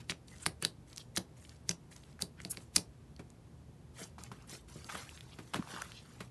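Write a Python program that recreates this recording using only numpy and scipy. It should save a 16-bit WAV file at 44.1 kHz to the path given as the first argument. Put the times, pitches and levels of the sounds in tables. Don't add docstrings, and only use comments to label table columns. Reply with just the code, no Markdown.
import sys
import numpy as np
from scipy import signal
from scipy.fft import rfft, irfft, next_fast_len
from scipy.io import wavfile

SR = 44100
rng = np.random.default_rng(int(sys.argv[2]) if len(sys.argv) > 2 else 0)


def pcm_store(signal):
    levels = np.round(np.clip(np.atleast_2d(signal), -1, 1) * 32767)
    wavfile.write(sys.argv[1], SR, levels.astype(np.int16).T)


N = 277830
T = np.arange(N) / SR

# time in seconds, pocket pitch in Hz, pocket level in dB,
# skin pitch in Hz, skin level in dB, snap level in dB, thud level in dB.
AIR_BURSTS = [(0.0972, 2570, -20, 4300, -25.5, -28.5, -42.5), (0.4633, 1840, -15, 4600, -17, -33, -39),
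              (0.6253, 1540, -31, 2600, -35, -17.5, -43), (0.6498, 1690, -25.5, 4200, -12, -14.5, -44),
              (1.1725, 1590, -25, 3900, -19.5, -31, -36), (1.693, 1870, -30, 5800, -11.5, -20.5, -40),
              (2.2219, 1700, -61, 4400, -18, -15, -42.5), (2.4498, 2320, -36, 4500, -27, -35.5, -45),
              (2.5722, 2080, -34, 4500, -32, -37, -49.5), (2.7611, 2394, -27.5, 5600, -15.5, -8.5, -47.5),
              (2.7640, 1930, -21, 5000, -7, -7, -36.5), (5.544, 1260, -23, 3300, -24, -30, -40)]
# time in seconds, thud level in dB, wet slap level in dB.
LANDINGS = [(3.192, -44, -52), (4.182, -52, -53), (4.315, -47, -49), (4.754, -44.5, -69), (4.946, -48, -45),
            (5.386, -44.5, -49), (5.535, -52, -36.5), (5.555, -38, -38), (6.203, -45.5, -43)]
# start in seconds, attack in seconds, hold in seconds, level in dB, brightness in dB per octave.
HAND_STROKES = [(3.919, 0.08, 0.036, -52.5, 3), (4.175, 0.012, 0.085, -62, 1),
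                (4.317, 0.025, 0.097, -68, -1.5), (4.457, 0.053, 0.04, -52.5, 3.3),
                (4.672, 0.011, 0.5, -61.5, 2), (4.877, 0.017, 0.12, -50, 0), (5.202, 0.015, 1.042, -67, 1),
                (5.531, 0.028, .11, -61.5, -1.5), (5.657, 0.035, 0.12, -51, -1),
                (5.818, 0.016, 0.076, -59.5, -0.5)]


def pops(snap_hz=9200, strain_db=-35, strain_t60_s=0.06, splatter_db=-30, splatter_t60_s=0.069):
    out = np.zeros(N)
    t = T[:SR // 4]
    lead_s = 0.04
    for s, pocket_hz, pocket_db, skin_hz, skin_db, snap_db, _ in AIR_BURSTS:
        pocket = undb(pocket_db) * ring(pocket_hz, cycles=0.4)
        skin = undb(skin_db) * ring(skin_hz, cycles=0.93)
        snap = undb(snap_db) * ring(snap_hz, cycles=0.79)
        add(out, s, hollow(pocket - skin + snap))
        force = np.sqrt(np.sum(undb([pocket_db, skin_db, snap_db]) ** 2))
        strain = band(ruptures(len(t), per_s=6000, spread_db=4), 6000, 3) * fade(t, strain_t60_s)
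        growing = strain[int(lead_s * SR)::-1]
        add(out, s - lead_s, force * undb(strain_db) * growing)
        splatter = band(ruptures(len(t), per_s=5000, spread_db=3), 3500, 5) * fade(t, splatter_t60_s)
        add(out, s, force * undb(splatter_db) * splatter)
    return out


def crackle():
    # start in seconds, attack in seconds,
    # hold in seconds, level in dB, brightness in dB per octave.
    finger_pulls = [(0, 0.0017, 0.0069, -59.5, -19), (0.259, 0.032, 0.13, -62, 0.5),
                    (0.387, .015, 0.036, -60.5, 2.5), (0.858, 0.026, 0.05, -64.5, 0.5),
                    (.955, 0.016, 0.042, -65.5, 5), (1.35, 0.018, 0.18, -67, 2.5),
                    (1.894, 0.023, .02, -62, 4), (1.952, 0.0091, 0.15, -67, -1),
                    (2.387, 0.023, 0.057, -67, 4.5), (2.494, 0.015, 0.077, -60, -19),
                    (2.59, .01, 0.036, -70, 7)]
    # centre in Hz, width in octaves, ruptures per second, relative level in dB.
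    tub_voices = [(2960, 3.1, 500, 0), (8000, .83, 670, -4), (4000, 1.6, 25, -7)]
    # centre in Hz, width in octaves,
    # ruptures per second, relative level in dB.
    sheet_voices = [(620, 1.3, 500, -9), (1280, 1.2, 500, -1.5), (3200, 1.4, 900, .5),
                    (7600, 1.25, 2200, -.5), (1330, .45, 30, -6)]
    out = np.zeros(N)
    for pull in finger_pulls:
        sound = peel(pull, tub_voices, jerk_db=3.5)
        add(out, pull[0], undb(-3.5) * shifting_hollow(sound, hollow_db=-2.5))
    for stroke in HAND_STROKES:
        sound = peel(stroke, sheet_voices, jerk_db=4.0)
        add(out, stroke[0], undb(-5.5) * shifting_hollow(sound, hollow_db=-2.0))
    return out


def peel(stroke, voices, jerk_db, jerks_per_s=110, release_t60_s=0.17, mid_hz=3000):
    _, attack_s, hold_s, level_db, brightness = stroke
    t = T[:int(np.ceil((attack_s + hold_s + release_t60_s) * 10)) * SR // 10]
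    release = fade(np.maximum(t - attack_s - hold_s, 0), release_t60_s)
    effort = np.clip(t / attack_s, 0, 1) ** 2 * release
    sound = 0
    for hz, octaves, per_s, db in voices:
        for offset in np.linspace(-1, 1, 3) * octaves / 3:
            jerk_gains = undb(jerk_db * rng.standard_normal(400))
            jerks = np.interp(t * jerks_per_s, np.arange(400), jerk_gains)
            grains = band(ruptures(len(t), per_s, spread_db=3), hz * 2 ** offset, octaves / 2)
            tilt_db = brightness * np.log2(hz / mid_hz)
            sound = sound + undb(db + tilt_db) * jerks * grains / np.sqrt(3)
    return undb(level_db) * effort * sound


def ticks(edge_db=-16, edge_s=0.000876):
    # time in seconds, level in dB, pitch in Hz.
    bubbles = [(0.1202, -29.5, 2300), (.283, -41.5, 4200), (.4581, -28.5, 4300), (.47, -26.5, 4600),
               (.9301, -39.5, 4670), (0.9622, -31.5, 7400), (.974, -30.5, 5560), (0.9801, -25.5, 5530),
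               (1.164, -18, 7050), (1.179, -22, 4400), (1.494, -38.5, 4970), (1.6927, -41, 3260),
               (1.9635, -37, 6100), (2.037, -46, 3730), (2.128, -50, 4260), (2.1925, -42.5, 1760),
               (2.216, -28, 6500), (2.4023, -36, 1920), (2.417, -37.5, 6540), (2.7811, -25.5, 3800),
               (3.164, -45, 4360), (3.303, -41.5, 7660), (4.424, -45.5, 6100), (4.496, -33, 7900),
               (4.182, -41.5, 990), (4.237, -28.5, 7540), (4.3159, -39, 1070), (4.8445, -34.5, 4600),
               (4.8935, -37, 1290), (4.898, -34.5, 1340), (4.9531, -32.5, 1150), (5.0922, -37, 2700),
               (5.1753, -40.5, 3300), (5.2082, -34.5, 3510), (5.56, -35, 140), (5.588, -36, 294),
               (5.5935, -30, 197), (5.6246, -36.5, 1210), (5.674, -39, 1190), (5.741, -36, 1360),
               (5.763, -36, 1330), (5.8209, -29, 1500), (5.9194, -35.5, 3300)]
    out = np.zeros(N)
    t = T[:SR // 50]
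    for s, db, hz in bubbles:
        edge = band(rng.standard_normal(len(t)), hz, 3) * t / edge_s * np.exp(1 - t / edge_s)
        add(out, s - 0.0007, undb(db + edge_db) * edge)
        add(out, s, undb(db) * hollow(ring(hz, cycles=0.61)))
    return out


def spurts():
    # middle in seconds, length in seconds (at half height), level in dB,
    # centre in Hz, width in octaves.
    gaps = [(0.106, 0.015, -36, 3330, 1.5), (.331, .03, -61.5, 1970, 0.092),
            (.431, 0.017, -48.5, 8040, .32), (.466, 0.0068, -29.5, 9140, 0.37),
            (.641, 0.031, -42, 3020, 1.2), (1.008, 0.022, -53.5, 4000, 0.54),
            (1.159, 0.013, -49, 6000, 5.3), (1.176, 0.0098, -30.5, 5800, 3.4),
            (1.712, 0.0087, -37, 4050, 1.9), (2.215, 0.019, -45, 5540, 9.9), (2.396, 0.031, -59, 1950, 1.1),
            (2.512, 0.02, -33, 11300, 1.05), (4.015, 0.049, -57, 630, 1.2), (5.331, 0.025, -56, 3322, 0.74),
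            (5.82, 0.0037, -37.5, 4930, 2.9), (5.973, .07, -55, 3400, 0.86)]
    out = np.zeros(N)
    for s, length_s, db, hz, octaves in gaps:
        swarm = band(ruptures(SR // 4, per_s=4000, spread_db=3), hz, octaves)
        swell = np.hanning(min(int(2 * length_s * SR), len(swarm)))
        air = unit(hollow(swarm, hollow_db=3.5))[:len(swell)]
        add(out, s - length_s, undb(db) * swell * air)
    return out


def slaps(slap_hz=1200, slap_octaves=1.74, spray_hz=3500, spray_db=-4, rise_s=0.0019, t60_s=0.093):
    out = np.zeros(N)
    t = T[:SR // 4]
    shape = np.clip(t / rise_s, 0, 1) * fade(t, t60_s)
    for s, _, db in LANDINGS:
        squelch = band(ruptures(len(t), per_s=2500, spread_db=2), slap_hz, slap_octaves)
        spray = band(ruptures(len(t), per_s=5000, spread_db=2), spray_hz, 3)
        add(out, s, undb(db) * shape * (squelch + undb(spray_db) * spray))
    return out


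def thuds(palm_hz=480, palm_low_hz=170, lean_db=6):
    slumps, pats = np.zeros(N), np.zeros(N)
    for s, *_, db in AIR_BURSTS:
        add(slumps, s, undb(db) * thud())
    for s, db, _ in LANDINGS:
        add(pats, s, undb(db) * thud())
    for s, attack_s, hold_s, db, _ in HAND_STROKES:
        add(pats, s + attack_s + hold_s / 3, undb(db + lean_db) * thud())
    return slumps + colour(pats, lambda f: -10 * np.log10(1 + (f / palm_hz) ** 4 + (palm_low_hz / f) ** 4))


def thud(detune=0.065, dull_t60_s=0.26):
    # frequency in Hz, relative level in dB, t60 in seconds.
    table_modes = [(100.6, -6, 0.18), (173.5, 2, 0.16), (232, -4.5, 0.11), (297.5, -5, .13),
                   (387.2, -6, 0.14), (439, -9, .1), (608, -9, 0.099)]
    t = T[:SR // 3]
    chance = rng.standard_normal((len(table_modes), 2))
    modes = 0
    for k, ((hz, db, t60_s), (pitch_dev, level_dev_db)) in enumerate(zip(table_modes, chance)):
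        tone = np.sin(2 * np.pi * hz * (1 + detune * pitch_dev) * t)
        modes = modes + undb(db + level_dev_db) * fade(t, t60_s) * tone * (-1) ** k
    rumble = undb(-10) * band(rng.standard_normal(len(t)), 260, 2.1) * fade(t, dull_t60_s)
    return (modes + rumble) * (1 - np.exp(-t / 0.002))


def room_tone(air_db=-58.5):
    # frequency in Hz, relative noise density in dB.
    air_spectrum = [(15, -53.5), (25, -31), (48, -17), (145, -9), (169, -9.5), (192, -18), (298, -18.5),
                    (418, -22), (513, -25), (631, -28), (817, -29.5), (1200, -34.5), (1300, -36),
                    (2680, -41.5), (12000, -48), (15600, -80.5), (22000, -120)]
    # centre in Hz, width in Hz, level in dB.
    hum_bands = [(58, 11, -67.5), (77, 7, -64), (120, 17, -62.5), (147.7, 20, -68.5), (229, 31, -68.5)]
    hz, db = np.transpose(air_spectrum)
    air = unit(colour(rng.standard_normal(N), lambda f: np.interp(np.log(f), np.log(hz), db)))
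    hum = 0
    for f, width_hz, hum_db in hum_bands:
        hum = hum + undb(hum_db) * band(rng.standard_normal(N), f, width_hz / f / np.log(2))
    return undb(air_db) * air + hum


def hollow(x, hollow_db=-7, hollow_t60_s=0.016):
    t = T[:SR // 50]
    echoes = unit(rng.standard_normal(len(t)) * fade(t, hollow_t60_s) * (t > 0.0004)) / np.sqrt(len(t))
    return x + undb(hollow_db) * signal.fftconvolve(x, echoes)[:len(x)]


def shifting_hollow(x, hollow_db, shape_s=0.025):
    hop = int(shape_s * SR)
    out = np.zeros(N)
    for start in range(-hop, len(x), hop):
        first = max(start, 0)
        part = x[first:start + 3 * hop]
        blend = np.interp(first + np.arange(len(part)), [start, start + hop, start + 2 * hop], [0, 1, 0])
        add(out, first / SR, hollow(part * blend, hollow_db=hollow_db))
    return out[:len(x)]


def off_table(x):
    # frequency in Hz, gain in dB.
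    bounce_gains = [(300, 1), (560, 2.5), (880, 1.5), (1200, 1), (1650, 0.5), (2400, -0.5), (4500, -1)]
    hz, db = np.transpose(bounce_gains)
    return colour(x, lambda f: np.interp(np.log(f), np.log(hz), db))


def room(x, wall_db=-16, wall_t60_s=0.14):
    t = T[:SR // 3]
    walls = unit(rng.standard_normal(len(t)) * fade(t, wall_t60_s) * np.clip(t / 0.016, 0, 1)) / np.sqrt(len(t))
    return x + undb(wall_db) * signal.fftconvolve(x, walls)[:N]


def ruptures(size, per_s, spread_db):
    out = np.zeros(size)
    chance = rng.random(size) * SR / per_s
    at = np.flatnonzero(chance < 1)
    strength_db = spread_db * np.minimum(-np.log(chance[at]), 4)
    out[at] = undb(strength_db) * (-1.) ** at
    return out


def ring(hz, cycles):
    turns = hz * T[:SR // 20]
    age = turns / cycles
    return age * np.exp(1 - age) * np.sin(2 * np.pi * turns)


def fade(t, t60_s):
    return np.exp(-np.log(1000) * t / t60_s)


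def band(x, hz, octaves):
    return unit(colour(x, lambda f: -12 * (np.log2(f / hz) / octaves) ** 2))


def colour(x, db_at):
    size = next_fast_len(len(x))
    hz = np.maximum(np.fft.rfftfreq(size, 1 / SR), 1)
    return irfft(rfft(x, size) * undb(db_at(hz)), size)[:len(x)]


def add(track, s, sound):
    start = max(int(round(s * SR)), 0)
    part = sound[:max(N - start, 0)]
    track[start:start + len(part)] += part


def unit(x):
    return x / np.sqrt(np.mean(x ** 2) + 1e-20)


def undb(db):
    return 10 ** (np.asarray(db) / 20)


def scene():
    wet = room(pops() + ticks() + spurts() + slaps() + crackle())
    mid = off_table(wet + thuds()) + room_tone()
    treble = colour(mid, lambda f: -10 * np.log10(1 + (3700 / f) ** 16))
    kernel = rng.standard_normal(128)
    kernel = np.concatenate([-kernel[::-1], [0], kernel])
    side = undb(-20.5) * signal.fftconvolve(treble, kernel / np.linalg.norm(kernel), mode="same")
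    return np.array([mid + side, mid - side])


def record(dry, low_hz=38, top_hz=11750):
    dry = signal.sosfilt(signal.butter(3, low_hz, "high", fs=SR, output="sos"), dry)
    return signal.sosfilt(signal.ellip(8, 0.3, 60, top_hz, fs=SR, output="sos"), dry)


dry = scene()
out = record(dry)
pcm_store(out)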